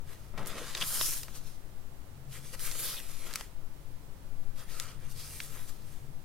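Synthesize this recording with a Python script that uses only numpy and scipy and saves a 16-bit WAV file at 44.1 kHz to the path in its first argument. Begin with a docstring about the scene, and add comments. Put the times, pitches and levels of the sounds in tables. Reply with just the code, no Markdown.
"""Baking paper rubs on a wooden board as a pointed tool works a soft bean-paste sweet lying on it.
Fingers press the sheet and drag it round. Stick-slip friction makes each stroke a fine, grainy hiss
over a coarser rasp, coloured by the resonances of sheet and board; the paper ticks as it flexes and
rings briefly where it catches. Nearby surfaces reflect these sounds. A close two-port microphone
also hears the low rumble and hum of a quiet kitchen, and a slow draft."""
import sys
import numpy as np
from scipy import signal
from scipy.fft import rfft, irfft, next_fast_len
from scipy.io import wavfile
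from scipy.ndimage import uniform_filter1d

SR = 44100
rng = np.random.default_rng(int(sys.argv[2]) if len(sys.argv) > 2 else 0)


def log_audio(samples):
    """Write samples as a 16-bit WAV file to the path given in sys.argv[1]."""
    # one column per channel
    frames = np.atleast_2d(samples).T
    # limit to full scale, then quantise
    limited = np.clip(frames, -1, 1)
    pcm = np.round(limited * 32767).astype(np.int16)
    wavfile.write(sys.argv[1], SR, pcm)


N = 275368
SIZE = next_fast_len(N, real=True)
HZ = np.fft.rfftfreq(SIZE, 1 / SR)
TIME = np.arange(N) / SR

# Spectrum of the kitchen noise: f/Hz, relative level/dB
ROOM_SPECTRUM = [(20, 18.5), (30, 9.5), (42, 12.5), (60, 1), (110, 7.5), (150, 2.5), (190, 1.5), (290, -3),
                 (430, -6.5), (670, -9.5), (1100, -12), (2500, -18.5), (6200, -22), (15500, -22.5)]
# Its imbalance between the ports: f/Hz, left minus right/dB
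ROOM_BALANCE = [(25, 11), (70, 15), (140, -2.5), (300, -5.5), (900, -6), (4000, -1.5)]
# Low hums: f/Hz, bandwidth/Hz, relative level/dB
HUMS = [(88.5, 12.4, -5.5), (137.5, 24, -3)]
# Coherence of the ports, for room noise and for near sources: f/Hz, shared fraction of power
ROOM_COHERENCE = [(30, 0.84), (130, 0.3), (600, 0.53), (1300, 0.086), (2500, 0.0091), (15000, 0.024)]
NEAR_COHERENCE = [(100, 0.9), (700, 0.92), (2000, 0.89), (3300, 0.8), (4800, 0.43), (6500, 0.45),
                  (9000, 0.32), (15000, 0)]
# Reflections from nearby surfaces: left delay/s, right delay/s, level/dB
ECHOES = [(.00155, 0.0015, -32), (.0031, 0.0037, -15), (.0047, .00475, -22), (.0078, 0.0058, -21.5)]
# Resonances of sheet and board: f/Hz, bandwidth/Hz, boost/dB
BODY_MODES = [(516, 75, 3.5), (1280, 200, 2), (1950, 430, 2.5), (2340, 92, 5), (2780, 110, 2.5),
              (3400, 160, 1.5), (4900, 290, 2), (6310, 180, 2), (8560, 280, 2.5)]
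# Friction spectra of fingertips, coarse slips and fine slips: f/Hz, relative level/dB
FINGER_SPECTRUM = [(40, -29), (130, 6), (250, -3), (500, -5), (800, -6.5), (1300, -10), (3000, -32),
                   (8000, -55)]
RASP_SPECTRUM = [(200, -8.5), (500, 1.5), (800, -6), (1200, 1.5), (2200, -3), (3500, -3.5), (5500, -14),
                 (10000, -42)]
HISS_SPECTRUM = [(300, -36), (1500, -21), (3500, -7), (5500, -4), (7500, -2), (10000, 1.5), (12000, 1.5),
                 (14000, -1.5), (16000, -10.5)]
# Fingers bearing down on the board: t/s, hold/s, relative level/dB
PRESSES = [(0.333, .012, -47.5), (0.373, 0.035, -39), (0.422, 0.12, -47), (0.554, 0.075, -54),
           (0.744, 0.024, -47), (0.809, 0.0075, -41.5), (0.9, 0.19, -57)]
# Catches of the rub: t/s, attack/s, hold/s, release/s, first f/Hz, last f/Hz, bandwidth/Hz, level/dB
CATCHES = [(0.552, 0.01, 0.049, 0.062, 417, 470, 300, -47.5),
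           (0.81, 0.01, 0.0074, 0.0051, 3050, 3350, 950, -31.5),
           (0.897, 0.014, 0.081, 0.089, 1260, 1570, 1000, -51),
           (0.945, 0.068, 0.062, 0.15, 4680, 6750, 1500, -41),
           (2.334, 0.024, 0.0099, 0.019, 1930, 2040, 600, -53.5),
           (2.622, 0.028, 0.028, 0.06, 2200, 2600, 1000, -50.5),
           (2.798, 0.069, 0.066, 0.058, 5500, 4700, 1500, -48),
           (2.84, .04, 0.043, .04, 3800, 3300, 1400, -50.5),
           (2.958, 0.018, 0.009, 0.01, 3600, 3300, 1200, -44.5),
           (3.19, 0.086, 0.11, 0.065, 1370, 1310, 350, -59.5),
           (4.572, 0.038, 0.017, 0.033, 1300, 1290, 199, -60),
           (4.69, 0.072, 0.13, 0.1, 1330, 1270, 330, -57.5),
           (5.14, 0.054, .015, 0.14, 4430, 5300, 1900, -52.5)]
# Ticks of the paper: t/s, peak level/dB, f/Hz, half-width/octaves, rattle T60/s, left minus right/dB,
# relative level of the board's knock/dB
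TICKS = [(0.3771, -33.5, 1120, 1.9, 0.14, 4, -26), (0.4600, -30, 6460, 2.3, 0.02, 1, -25),
         (0.470, -28, 10600, 1.3, 0.11, 0, -25), (0.477, -35, 8000, 1.7, .012, 8, -25),
         (0.7499, -21.5, 3800, 0.74, 0.017, 1, 0.5), (0.771, -26.5, 2900, 1.6, 0.017, 0, -10),
         (0.777, -25, 3200, 1.2, 0.012, 0, -18), (0.8055, -25, 3800, 1.3, 0.012, 1, -20),
         (0.8116, -22, 3320, 1.3, 0.017, -2, -22), (0.8252, -21.5, 3440, 0.73, 0.008, 1, -9),
         (0.838, -27.5, 2800, 1, 0.021, 0, -22), (1.0113, -23, 1010, 0.98, 0.0071, 0.5, -33),
         (1.0127, -20, 3900, 0.54, 0.0057, 3, -28), (1.109, -18, 10000, 0.6, .002, -5, -33),
         (1.2318, -26.5, 5070, 2.7, 0.034, -.5, -20), (1.282, -37, 1270, 1.9, 0.029, -3, -25),
         (2.5945, -27.5, 2680, 2.2, 0.0085, 0, -18), (2.714, -26, 4300, 1, 0.006, 0, -20),
         (3.001, -33, 2800, 1.1, .01, 0, -12), (3.311, -34.5, 1890, 1.5, 0.013, -2, -20),
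         (3.33, -34, 5200, 0.94, 0.013, 0, -20), (3.3383, -20, 4200, 2, 0.005, -9, -14),
         (3.3526, -31, 6200, 1, .012, 0, 0), (3.3575, -15, 5700, 1.6, 0.013, 2, 0.5),
         (3.4099, -24.5, 2000, 2.2, 0.012, 0, -9), (4.7992, -17, 5200, 1.1, 0.0083, 3, -3.5),
         (5.4028, -21.5, 3370, 0.85, 0.012, 0, 0)]
# Brief brushes: peak t/s, time to half amplitude/s, relative hiss level/dB, relative rasp level/dB,
# left port's phase lead at 12 kHz/rad
BRUSHES = [(0.114, 0.037, -55.5, -54, 6), (0.24, 0.072, -63.5, -65.5, 4), (0.415, 0.039, -59, -49, -5),
           (0.822, 0.01, -43, -41, -3), (1.367, 0.02, -49, -61, 9.5), (2.351, 0.038, -47.5, -54.5, 6),
           (2.541, 0.012, -45.5, -48, 3), (2.598, 0.025, -48.5, -57, -3), (4.607, 0.033, -50.5, -52, -4.5),
           (4.707, 0.029, -50.5, -52.5, 6.5), (5.112, 0.014, -46, -66, -1), (5.569, 0.038, -63, -53, 9),
           (5.691, 0.009, -55, -68, 2.5), (5.927, 0.1, -59.5, -66, 0)]
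# Sustained drags: t/s, attack/s, hold/s, release/s, relative hiss level/dB, relative rasp level/dB,
# hiss swell over the hold/dB, tilt above 5 kHz/(dB/octave), factor on the resonance boosts,
# left port's phase lead at 12 kHz/rad
DRAGS = [(0.443, 0.039, 0.32, 0.042, -48, -47.5, 6, -7.5, 0.33, -2),
         (0.797, 0.093, 0.23, 0.14, -31.5, -48, 2.5, -0.8, 0.23, 1.5),
         (1.228, 0.022, 0.22, 0.15, -56, -65, 8, -7, 0.22, 5.5),
         (2.322, 0.073, 0.11, 0.076, -54.5, -62.5, 8.5, -4.5, 2.7, 3.5),
         (2.589, 0.077, 0.05, 0.12, -37, -48, -5, -2, 0.41, -3.5),
         (2.743, 0.076, 0.13, 0.11, -37, -48.5, -5.5, 0, 0.29, -5),
         (3.008, 0.034, 0.23, 0.099, -50, -56.5, 1, -4.5, 0.38, -6),
         (3.201, 0.11, 0.086, 0.12, -52, -52, 7.5, -5, 1.3, 4),
         (4.687, 0.13, 0.051, 0.13, -48, -51.5, -4, -6.5, 1.5, 10),
         (4.978, 0.031, 0.066, 0.097, -62.5, -59, 4, -4, 2.1, 1),
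         (5.121, 0.087, 0.21, 0.13, -45, -58, 1, -1.5, 2.2, 2),
         (5.439, 0.066, 0.22, 0.12, -52, -63.5, -5, -0.5, 0.89, 3.5)]


def amp(db):
    """Amplitude ratio of a level in decibels."""
    return 10 ** (np.asarray(db) / 20)


def unit(x):
    """Normalisation to an rms of 1."""
    return x / np.sqrt(np.mean(x ** 2) + 1e-20)


def curve(points, hz=HZ):
    """Interpolation on a logarithmic frequency axis."""
    f, value = np.transpose(points)
    return np.interp(np.log(hz + 1), np.log(f + 1), value)


def lorentzian(offset, width):
    """Resonance curve of height 1 and the given full width at half height."""
    return 1 / (1 + (2 * offset / width) ** 2)


def body_db(hz=HZ):
    """Modal response of the sheet on the board: each resonance lifts one band."""
    return sum(db * lorentzian(hz - f, width) for f, width, db in BODY_MODES)


def ports(spectra, coherence):
    """Partial coherence: left and right each mix a shared spectrum with one of their own."""
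    return np.sqrt(coherence) * spectra[0] + np.sqrt(1 - coherence) * spectra[1:]


def flutter(rate_hz):
    """Random modulation: low-passed noise of rms 1."""
    return unit(irfft(rfft(rng.standard_normal(SIZE)) / (1 + (HZ / rate_hz) ** 2), SIZE)[:N])


def envelope(start, attack, hold, release, fall_db=22):
    """Amplitude of a rub: linear rise, hold, then a steepening decay, fall_db down after the release."""
    rise = np.clip((TIME - start) / attack, 0, 1)
    late = np.clip((TIME - start - attack - hold) / release, 0, 4)
    return rise * amp(-fall_db * late ** 1.4)


def slips(per_s, spread_db, smooth):
    """Stick-slip excitation: left and right spectra of uneven random impulses over a smooth rub."""
    strength = amp(spread_db * np.minimum(rng.exponential(1, N), 4))
    slipping = rng.random(N) < per_s / SR
    clicks = unit(strength * slipping * rng.choice([-1, 1], (3, N)))
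    rub = smooth * rng.standard_normal((3, N))
    return ports(rfft(clicks + rub, SIZE), curve(NEAR_COHERENCE))


def friction(excitation, colour_db, lead=0):
    """Source and filter: slips take on a spectrum; a lead parts the ports' phases in the treble."""
    pair = excitation * amp(colour_db)
    pair[1] *= np.exp(-1j * lead * (HZ / 12000) ** 2)
    return unit(irfft(pair, SIZE)[:, :N])


def kitchen(noise_db=-49, hum_db=-57.5, wander_db=3, hum_pan_db=3.5):
    """Ambient noise: steady broadband rumble and faint hiss, with two wavering narrow-band hums."""
    sides = np.array([[.5], [-.5]])
    noise = ports(rfft(rng.standard_normal((3, SIZE))), curve(ROOM_COHERENCE))
    colour = amp(curve(ROOM_SPECTRUM) + sides * curve(ROOM_BALANCE)) * (HZ > 15)
    rumble = unit(irfft(noise * colour, SIZE)) * amp(noise_db)
    hum_noise = ports(rfft(rng.standard_normal((3, SIZE))), coherence=1.0)
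    hums = sum(amp(db) * unit(irfft(hum_noise * lorentzian(HZ - f, width), SIZE))
               for f, width, db in HUMS)
    hum_gain = amp(hum_db + wander_db * flutter(rate_hz=0.94) + sides * hum_pan_db)
    return rumble[:, :N] + hums[:, :N] * hum_gain


def draft(left_db=-35, right_drop_db=18, sway_hz=6.2, width_hz=5):
    """Infrasonic pressure fluctuation: air sways against the microphone, mostly at the left port."""
    band = 1 / (1 + (2 * (HZ - sway_hz) / width_hz) ** 4)
    sway = irfft(rfft(rng.standard_normal(SIZE)) * band, SIZE)[:N]
    return unit(sway) * amp([[left_db], [left_db - right_drop_db]])


def reflections(x, t60=0.16, tail_db=-19):
    """Convolution with the room's response: early echoes and a faint, exponentially decaying tail."""
    t = TIME[:SR // 2]
    response = rng.standard_normal((2, len(t))) * amp(-60 * t / t60) * (t > .004)
    response *= amp(tail_db) / np.linalg.norm(response[0])
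    for left_s, right_s, db in ECHOES:
        response[[0, 1], [round(left_s * SR), round(right_s * SR)]] += amp(db)
    return signal.fftconvolve(x, response, axes=1)[:, :N]


def fingers(gain_db=-3.0, attack_s=0.0057, release_s=0.034):
    """Forced vibration: fingertips judder on the paper and drive the board in a dull rub."""
    force = sum(amp(db + gain_db) * envelope(start, attack_s, hold, release_s)
                for start, hold, db in PRESSES)
    judder = slips(per_s=700, spread_db=1.0, smooth=0.68)
    return friction(judder, curve(FINGER_SPECTRUM) + body_db()) * force


def catches(size=512):
    """Swept resonance: where the rub catches, slips excite one gliding mode of the taut sheet."""
    grit = irfft(slips(per_s=2400, spread_db=2, smooth=.9), SIZE)[:, :N]
    hz, t, frames = signal.stft(grit, SR, nperseg=size)
    out = np.zeros((2, N))
    for start, attack, hold, release, first_hz, last_hz, width, db in CATCHES:
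        centre_hz = np.interp(t, [start, start + attack + hold + release], [first_hz, last_hz])
        mode = lorentzian(hz[:, None] - centre_hz, width)
        mode /= np.linalg.norm(mode, axis=0)
        ring = signal.istft(frames * mode, SR, nperseg=size)[1][:, :N]
        out += unit(ring) * envelope(start, attack, hold, release) * amp(db)
    return out


def ticks(rattle_gain=0.32, rise_s=.0005, patch_db=5, knock_hz=1590, size=8192):
    """Transient excitation: a snap and brief rattle ring the flexed patch of paper and the board."""
    t, hz = np.arange(size) / SR, np.fft.rfftfreq(size, 1 / SR)
    out = np.zeros((2, N + size))
    for start_s, db, centre_hz, octaves, t60, pan_db, knock_db in TICKS:
        rattle_shape = np.minimum(t / rise_s, 1) * amp(-60 * t / t60)
        rattle = rattle_gain * rng.standard_normal((3, size)) * rattle_shape
        excitation = 1 + ports(rfft(rattle), curve(NEAR_COHERENCE, hz))  # 1: the snap's flat spectrum
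        octaves_off = np.log2((hz + 20) / centre_hz)
        resonances = amp(body_db(hz) / 2 + patch_db * lorentzian(octaves_off, width=.2))
        paper = resonances * lorentzian(octaves_off, 4 * octaves) ** 3
        board = amp(knock_db) * lorentzian(np.log2((hz + 20) / knock_hz), width=1.3) ** 2
        # Minimum phase makes the ringing follow the snap.
        log_gain = np.log(paper + board)
        mirrored = np.r_[log_gain, log_gain[-2:0:-1]]
        response = np.exp(np.conj(signal.hilbert(mirrored)))[:len(hz)]
        tick = irfft(excitation * response, size)
        gain = amp([[db + pan_db / 2], [db - pan_db / 2]])
        start = int(start_s * SR)
        out[:, start:start + size] += tick / abs(tick).max() * gain
    return out[:, :N]


def crackle(moves, gain_db=-7, centre_hz=3400, octaves=1.4, speed_share=0.24):
    """Shot noise: coarser fibres let go now and then, louder with each stroke's pressure and speed."""
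    grit = slips(per_s=240, spread_db=1.5, smooth=0)
    band_db = -20 * np.log10(1 + (np.log2((HZ + 20) / centre_hz) / octaves) ** 4)
    power = sum((speed ** speed_share * pressure ** (1 - speed_share)) ** 2
                for speed, pressure, *_ in moves)
    return friction(grit, body_db() + band_db) * np.sqrt(power) * amp(gain_db)


def bending(x, ripple_db=1.9, ripple_hz=300, ripple_s=.06, size=1024):
    """Time-varying filtering: the bending sheet's resonances drift as a random spectral ripple."""
    hz, t, frames = signal.stft(x, SR, nperseg=size)
    ripple = rng.standard_normal(frames.shape[1:])
    for axis, span in [(0, ripple_hz / hz[1]), (1, ripple_s / t[1])] * 2:
        ripple = uniform_filter1d(ripple, round(span), axis)
    gain = unit(amp(ripple_db * unit(ripple)))
    return signal.istft(frames * gain, SR, nperseg=size)[1][:, :N]


def gestures(easing=0.11, brush_tilt_db=-2.5, brush_ring=1.2):
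    """Speed and pressure envelopes of each drag and brush, with its tilt, resonance factor and lead."""
    moves = []
    for start, attack, hold, release, hiss_db, rasp_db, swell_db, tilt_db, ring, lead in DRAGS:
        shape = envelope(start, attack, hold, release)
        speed_db = swell_db * (np.clip((TIME - start - attack) / hold, 0, 1) - .5)
        speed = shape * amp(hiss_db + speed_db)
        pressure = shape * amp(rasp_db - easing * speed_db)  # faster paper rides lighter
        moves.append((speed, pressure, tilt_db, ring, lead))
    for peak_s, half_s, hiss_db, rasp_db, lead in BRUSHES:
        shape = .5 ** np.minimum(((TIME - peak_s) / half_s) ** 2, 20)
        moves.append((shape * amp(hiss_db), shape * amp(rasp_db), brush_tilt_db, brush_ring, lead))
    return moves


def strokes(moves, hiss_db=-1.65, rasp_db=-3.0, hiss_flutter_db=1.42, rasp_flutter_db=1.5):
    """Sliding friction: fine slips hiss with speed, coarse ones rasp with pressure."""
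    fine = slips(per_s=6000, spread_db=2.3, smooth=.9)
    coarse = slips(per_s=1200, spread_db=2.5, smooth=1.0)
    pull = flutter(rate_hz=18.0)  # one uneven pull modulates both
    hiss_gain = amp(hiss_db + hiss_flutter_db * pull)
    rasp_gain = amp(rasp_db + rasp_flutter_db * pull)
    body, hiss, rasp = body_db(), curve(HISS_SPECTRUM), curve(RASP_SPECTRUM)
    treble_octaves = np.log2(np.maximum(HZ / 5000, 1))
    out = np.zeros((2, N))
    for speed, pressure, tilt_db, ring, lead in moves:
        out += friction(fine, hiss + ring * body + tilt_db * treble_octaves, lead) * speed * hiss_gain
        out += friction(coarse, rasp + ring * body, lead) * pressure * rasp_gain
    return out


def scene():
    """Superposition of the direct sound from the board, its reflections and the background."""
    moves = gestures()
    direct = bending(strokes(moves) + crackle(moves)) + catches() + fingers() + ticks()
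    return direct + reflections(direct) + kitchen() + draft()


def record(dry, cutoff_hz=15900):
    """Band limiting by a linear-phase low-pass filter."""
    lowpass = signal.firwin(511, cutoff_hz, window=("kaiser", 9), fs=SR)
    return signal.oaconvolve(dry, lowpass[None], "same")


dry = scene()
out = record(dry)
log_audio(out)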